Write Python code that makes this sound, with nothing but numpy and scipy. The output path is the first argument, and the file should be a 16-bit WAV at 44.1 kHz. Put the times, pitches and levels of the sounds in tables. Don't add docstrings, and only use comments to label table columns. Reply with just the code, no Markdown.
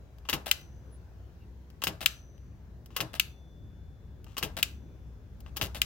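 import sys
import numpy as np
from scipy import signal
from scipy.fft import rfft, irfft
from scipy.io import wavfile
from scipy.ndimage import uniform_filter1d

SR = 44100
rng = np.random.default_rng(int(sys.argv[2]) if len(sys.argv) > 2 else 0)


def output_pcm(signal):
    pcm = np.clip(np.atleast_2d(signal).T, -1, 1) * 32767
    wavfile.write(sys.argv[1], SR, np.round(pcm).astype(np.int16))


N = 257984

# t/s, level/dB, brightness/(dB per octave)
POINTER_TICKS = [(0.1843, -53, -2.5), (0.613, -50, -2), (1.7022, -52, -2), (2.3795, -57, -4.5),
                 (2.8606, -45, 0.2), (4.2435, -48.5, -.5), (5.405, -47, 1.5)]
# t/s, level/dB, length of the slide/s
LEVER_TOUCHES = [(0.2513, -48, 0.032), (2.9057, -55, 0.073), (4.266, -50.5, 0.088), (5.4624, -46, 0.034)]
# t/s, level/dB
LEVER_KNOCKS = [(0.2884, -24), (1.8191, -30.5), (2.9634, -28.5), (4.3684, -31.5), (5.5636, -38)]
# t/s, level/dB
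PAWL_CATCHES = [(0.2966, -21), (1.8381, -18.5), (2.9654, -21.5), (4.3804, -23.5), (5.5687, -25)]
# t/s, level/dB, bounce gap/s, loss per bounce/dB, steel ring/dB
TYPE_BLOWS = [(0.3296, -17.5, 0.007, 6.5, -80.5), (1.8702, -18.5, 0.0063, 9.5, -84),
              (3.0045, -19.5, 0.0049, 10, -64), (4.4269, -19.5, .0076, 5, -72.5),
              (5.6132, -18.5, .008, 2.7, -87)]
# t/s, click/dB, scrape of the rising lever/dB
CARRIAGE_STEPS = [(.468, -25, -32), (2.015, -26, -34), (3.141, -28.5, -42.5), (4.5759, -25, -31.5),
                  (5.7551, -29, -35)]
# t/s, level/dB, length/s, brightness/(dB per octave), spring ring/dB
LEVER_SNAPS = [(0.5129, -11, .0036, 0.5, -63), (2.0599, -10, 0.0034, 0, -59),
               (3.1973, -13, 0.0038, 0.6, -68.5), (4.6280, -15, 0.0049, 1.2, -70.5),
               (5.8170, -14, 0.0034, 0.2, -75.5)]
# t/s, length/s, f/Hz, width of the waver/Hz, level/dB
SQUEAKS = [(0.902, 0.08, 10330, 90, -69), (1.384, 0.083, 2760, 260, -76)]

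# f/Hz, gain/dB
GUIDE_TONE = [(100, -6), (500, -4), (850, 1.5), (1130, 5.5), (1450, -3.5), (2200, -6), (2820, 5),
              (3400, -1), (4500, -6.5), (7000, -7.5), (10000, -17.5), (12500, -14.5), (16000, -17.5)]
CATCH_TONE = [(100, -10), (400, -3), (550, -5), (1200, -3.5), (2000, -7), (2650, -2.5), (3150, 5.5),
              (3500, -1.5), (4700, 1.5), (7000, -3), (10000, -5.5), (11500, 2.5), (16000, -1.5)]
PLATEN_TONE = [(100, 3.5), (420, -1.5), (600, -8), (820, 5), (1900, 1.5), (2900, 9.5), (4200, 3),
               (6500, -1.5), (9000, -6.5), (12000, -1.5), (16000, -7.5)]
SCRAPE_TONE = [(100, 0), (420, -7.5), (620, 5.5), (1100, -6.5), (1700, -5), (2000, -6.5), (3500, -2.5),
               (6500, -13), (10000, -11.5), (11500, -10), (16000, -17)]
STOP_TONE = [(100, -13.5), (500, -18.5), (950, -9.5), (1400, -0.5), (1850, 0), (2450, 13.5), (2750, 12.5),
             (3120, 15), (3450, 10), (4200, 7.5), (5700, 1), (7500, 4.5), (8700, -4), (11500, 4),
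             (16000, 1.5)]
WOOD_TONE = [(25, -22), (50, -4.5), (110, 6), (200, 1), (255, -11), (313, 1.5), (355, -7), (408, -0.5),
             (490, -8), (658, -3), (720, -11.5), (798, -6.5), (1000, -15), (2200, -22.5), (6000, -52)]
# f/Hz, width/Hz, gain/dB
FRAME_MODES = [(1070, 290, 3), (1330, 32, 2.5), (1670, 180, 5), (2025, 37, 7.5), (2340, 52, -4.5),
               (2765, 600, 5.5), (3080, 160, -0.5), (3920, 54, 5), (4430, 80, 1.5), (5070, 120, 3.5),
               (6770, 130, 3), (11646, 470, 2.5), (13590, 210, 5), (14500, 180, 4), (15600, 290, 3)]
# f/Hz, spread of partials to either side/Hz, gain/dB, t60/s
SPRING_MODES = [(6000, 160, 1.5, 0.98), (6060, 260, -4.5, 1), (2820, 170, -3.5, .22)]
STEEL_MODES = [(3488, 0, 0, 3.3), (1620, 0, -15, 2.5)]
# f/Hz, t60/s
TAIL_T60 = [(200, 0.43), (1200, 0.39), (3000, 0.27), (7000, .28), (15000, 0.27)]
# f/Hz, gain/dB
TAIL_TONE = [(300, 1.5), (1300, 3.5), (2800, -6), (4500, 1), (8000, 0), (15000, -7.5)]

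# f/Hz, left minus right/dB
MIC_BALANCE = [(60, 5), (250, 2), (600, 6.5), (1300, 7), (2600, 5.5), (4400, 5), (8000, 4), (14000, 7)]
# f/Hz, lag/samples
MIC_LAG = [(900, 3.9), (2700, 1.7), (4400, 2.7), (12000, 2.5)]
# f/Hz, coherence (0 to 1)
MIC_COHERENCE = [(100, 0.97), (900, 0.8), (2700, 0.72), (5000, 0.39), (9000, 0.48), (15000, .75)]
AIR_COHERENCE = [(60, .84), (180, .9), (550, .67), (1650, .1), (15000, .03)]
# f/Hz, relative density/dB
AIR_SPECTRUM = [(20, -33), (45, -4.5), (82, -2), (200, -15.5), (290, -21.5), (380, -24), (700, -34),
                (1250, -42), (1600, -40.5), (2000, -45.5), (3500, -50.5), (6500, -53), (8700, -63),
                (14000, -57)]
# t/s, rumble/dB, tilt/dB (half lifts the hiss, half lowers the air's rumble)
AIR_SWELL = [(0, -5, 3), (.6, -.5, 6), (1.6, -2.5, 3), (2.4, -3, 1.3), (4.1, -2.5, -1), (4.5, 1.5, 4.5),
             (5.3, -0.5, 0.5), (5.85, 7.5, 13)]


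def typewriter(rattle_db=-13, rattle_t60=0.065, tail_db=-18, crossfeed=0.51):
    direct = pointer() + lever_down() + pawl() + platen() + carriage() + lever_stop()
    out = direct + amp(rattle_db) * tail(direct, [(1000, rattle_t60)], rise_s=0.0009)
    out += amp(tail_db) * tail(direct + crossfeed * direct[::-1], TAIL_T60, rise_s=0.0051)
    for s, *_, steel_db in TYPE_BLOWS:
        out += ringing(STEEL_MODES, s, steel_db, rise_s=0.18)
    for s, *_, spring_db in LEVER_SNAPS:
        out += ringing(SPRING_MODES, s, spring_db, rise_s=0.003)
    return out + table_thump()


def pointer(length_s=0.0027):
    out = np.zeros((2, N))
    for s, db, bright in POINTER_TICKS:
        add(out, s, contact(db, length_s, CATCH_TONE, bright, shape=1.1, grit=0.4))
    return out


def lever_down(touch_s=0.006, knock_s=0.0083):
    out = lever_rub()
    for s, db, _ in LEVER_TOUCHES:
        add(out, s, contact(db, touch_s, GUIDE_TONE, bright=-3.6, shape=1.1, grit=0.55))
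    for s, db in LEVER_KNOCKS:
        add(out, s, contact(db, knock_s, GUIDE_TONE, bright=0.8, shape=0.67, grit=0.54))
    return out


def lever_rub(db=-63.5, slips_per_s=1100, uneven_db=3, size=4096):
    hz, out = np.fft.rfftfreq(size, 1 / SR), np.zeros((2, N))
    guide = irfft(mic_pair(np.array([[1], [0]]) * causal(curve(GUIDE_TONE, hz)), hz))
    for s, _, length in LEVER_TOUCHES:
        chance, strength = rng.random(size * 2), rng.standard_normal(size * 2)
        slips = (chance < slips_per_s / SR) * amp(uneven_db * strength) * np.sign(strength)
        slide = unit_rms(slips[:round(length * SR)])
        add(out, s, amp(db) * signal.fftconvolve(slide[None], guide, axes=1))
    return out


def pawl(catch_s=0.0045, drag_s=0.018, drag_after_s=0.029, drag_db=-20):
    out = np.zeros((2, N))
    for s, db in PAWL_CATCHES:
        add(out, s, contact(db, catch_s, CATCH_TONE, bright=-0.6, shape=0.75, grit=0.18))
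        drag = contact(db + drag_db, drag_s, CATCH_TONE, bright=-8, shape=1.0, grit=0.2)
        add(out, s + drag_after_s, drag)
    return out


def platen(blow_s=0.0035, bounces=7, bounce_s=0.0024, first_bounce_db=-3.5, jitter_s=0.0008):
    out = np.zeros((2, N))
    for s, db, gap, loss_db, _ in TYPE_BLOWS:
        add(out, s, contact(db, blow_s, PLATEN_TONE, bright=-0.87, shape=0.55, grit=0.3))
        for k, (jitter, uneven) in enumerate(rng.uniform(-0.92, 1, (bounces, 2))):
            bounce_db = db + first_bounce_db - k * loss_db + 0.5 * uneven
            bounce = contact(bounce_db, bounce_s, PLATEN_TONE, bright=2.8, shape=0.83, grit=0.25)
            add(out, s + (k + 1) * gap + jitter * jitter_s, bounce)
    return out


def carriage(lift_s=0.011, lead_s=0.008, click_s=0.0014, slide_s=0.0115, lag_s=0.0108, slide_db=-8.5):
    out = np.zeros((2, N))
    for s, db, lift_db in CARRIAGE_STEPS:
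        lift = contact(lift_db, lift_s, SCRAPE_TONE, bright=1, shape=0.63, grit=0.44)
        click = contact(db, click_s, SCRAPE_TONE, bright=-1.2, shape=0.73, grit=0.3)
        slide = contact(db + slide_db, slide_s, SCRAPE_TONE, bright=0.45, shape=0.86, grit=0.44)
        add(out, s - lead_s, lift)
        add(out, s, click)
        add(out, s + lag_s, slide)
    return out


def lever_stop():
    out = np.zeros((2, N))
    for s, db, length, bright, _ in LEVER_SNAPS:
        add(out, s, contact(db, length, STOP_TONE, bright, shape=5.5, grit=0.087))
    return out


def contact(db, length_s, tone, bright, shape, grit, size=4096):
    t, hz = np.arange(size) / SR, np.fft.rfftfreq(size, 1 / SR)
    force = np.exp(-(t / length_s) ** shape)
    slips = np.exp(grit * wander(size, 24))
    chatter = rfft(force * slips * rng.standard_normal((2, size)))
    power = uniform_filter1d(abs(chatter) ** 2, size=23, axis=1)
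    flat = np.array([unit_rms(side * causal(-10 * np.log10(p))) for side, p in zip(chatter, power)])
    frame_db = sum(gain / (1 + (2 * (hz - f) / width) ** 2) for f, width, gain in FRAME_MODES)
    tilt_db = bright * np.log2(np.maximum(hz, 500))
    colour = causal(curve(tone, hz) + frame_db + tilt_db)
    fade = np.hanning(2 * size)[size:]
    return amp(db) * np.linalg.norm(force) * irfft(mic_pair(flat * colour, hz)) * fade


def table_thump(thump_db=-12, rise_s=0.0088, t60=0.23, size=16384):
    t, hz, out = np.arange(size) / SR, np.fft.rfftfreq(size, 1 / SR), np.zeros((2, N))
    envelope = (1 - np.exp(-t / rise_s)) * amp(-60 * t / t60)
    wood = causal(curve(WOOD_TONE, hz))
    for s, db, *_ in TYPE_BLOWS:
        shake = rfft(envelope * rng.standard_normal((2, size)))
        add(out, s, amp(db + thump_db) * irfft(mic_pair(shake * wood, hz)))
    return out


def ringing(modes, s, db, rise_s, count=13):
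    out, offsets = np.zeros((2, N)), np.linspace(-1, 1, count)
    for hz, spread, mode_db, t60 in modes:
        t = np.arange(round(min(t60, 2) * SR)) / SR
        partials = hz + spread * (offsets + rng.uniform(-0.24, 0.2, count))
        wave = sum(np.sin(2 * np.pi * f * t) / (1 + 9 * k ** 2) for f, k in zip(partials, offsets))
        envelope = (1 - np.exp(-t / rise_s)) * amp(db + mode_db - 60 * t / t60)
        add(out, s, unit_rms(wave) * envelope)
    return out * amp([[1.5], [-1.5]])


def tail(sound, t60s, rise_s, taps_per_s=12000, size=256):
    sparse = rng.choice([-1., 1.], (2, SR // 2)) * (rng.random((2, SR // 2)) < taps_per_s / SR)
    hz, t, bands = signal.stft(sparse, SR, nperseg=size)
    decay = amp(curve(TAIL_TONE, hz)[:, None] - 60 * t / curve(t60s, hz)[:, None])
    taps = signal.istft(bands * decay, SR, nperseg=size)[1]
    taps *= 1 - np.exp(-(np.arange(taps.shape[1]) / SR / rise_s) ** 2)
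    taps /= np.linalg.norm(taps, axis=1, keepdims=True)
    return signal.fftconvolve(sound, taps, axes=1)[:, :N]


def squeaks():
    out = np.zeros((2, N))
    for s, length, hz, width, db in SQUEAKS:
        n = round(length * SR)
        whistle = sine(hz + width * wander(n, 100) / 2)
        add(out, s, amp(db) * unit_rms(np.hanning(n) * whistle))
    return out


def open_air(base_db=-47, patchy_db=1.42, size=4096):
    framing = dict(nperseg=size, noverlap=size * 3 // 4)
    hz, t, bands = signal.stft(rng.standard_normal((2, N)), SR, **framing)
    bands[1] = cohere(bands, curve(AIR_COHERENCE, hz)[:, None])
    s, rumble_db, tilt_db = np.transpose(AIR_SWELL)
    low = curve([(200, 1), (700, 0)], hz)[:, None]
    swell_db = low * np.interp(t, s, rumble_db) + (0.5 - low) * np.interp(t, s, tilt_db)
    patches = uniform_filter1d(rng.standard_normal(bands.shape[1:]), size=30, axis=0)
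    patches = unit_rms(uniform_filter1d(patches, size=6, axis=1))
    bands *= unit_rms(amp(curve(AIR_SPECTRUM, hz)))[:, None] * amp(swell_db + patchy_db * patches)
    return amp(base_db) * signal.istft(bands, SR, **framing)[1][:, :N]


def far_engine(hz=62.6, base_db=-50.5, waver_hz=2.5, throb=0.3):
    drift, load = wander(N, 6000), wander(N, 6000)
    hum = unit_rms(sine(hz + waver_hz * drift) * (1 + throb * load))
    s, rumble_db, _ = np.transpose(AIR_SWELL)
    return hum * amp(base_db + np.interp(np.arange(N) / SR, s, rumble_db))


def mic_pair(spectra, hz):
    lag = np.exp(-2j * np.pi * hz * curve(MIC_LAG, hz) / SR)
    right = cohere(spectra, curve(MIC_COHERENCE, hz)) * lag
    lean = amp(curve(MIC_BALANCE, hz))
    return np.array([spectra[0] * lean, right]) * np.sqrt(2 / (1 + lean ** 2))


def cohere(pair, coherence):
    return coherence * pair[0] + np.sqrt(1 - coherence ** 2) * pair[1]


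def causal(db):
    log_gain = np.log(unit_rms(amp(db)))
    mirrored = np.r_[log_gain, log_gain[-2:0:-1]]
    return np.exp(np.conj(signal.hilbert(mirrored)))[:len(db)]


def curve(points, hz):
    f, value = np.transpose(points)
    return np.interp(np.log(hz + 1), np.log(f + 1), value)


def add(mix, s, sound):
    part = mix[:, max(round(s * SR), 0):][:, :sound.shape[-1]]
    part += sound[..., :part.shape[1]]


def wander(n, span):
    return unit_rms(uniform_filter1d(rng.standard_normal(n), size=span))


def sine(hz):
    return np.sin(2 * np.pi * np.cumsum(hz) / SR)


def amp(db):
    return 10 ** (np.asarray(db) / 20)


def unit_rms(x):
    return x / np.sqrt(np.mean(abs(x) ** 2) + 1e-20)


def scene():
    return typewriter() + squeaks() + (open_air() + far_engine()) * amp([[1.2], [-1.2]])


def record(dry, edge_hz=16150):
    lowpass = signal.firwin(301, edge_hz, window=("kaiser", 9), fs=SR)
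    return signal.oaconvolve(np.tanh(dry), lowpass[None], "same")


dry = scene()
out = record(dry)
output_pcm(out)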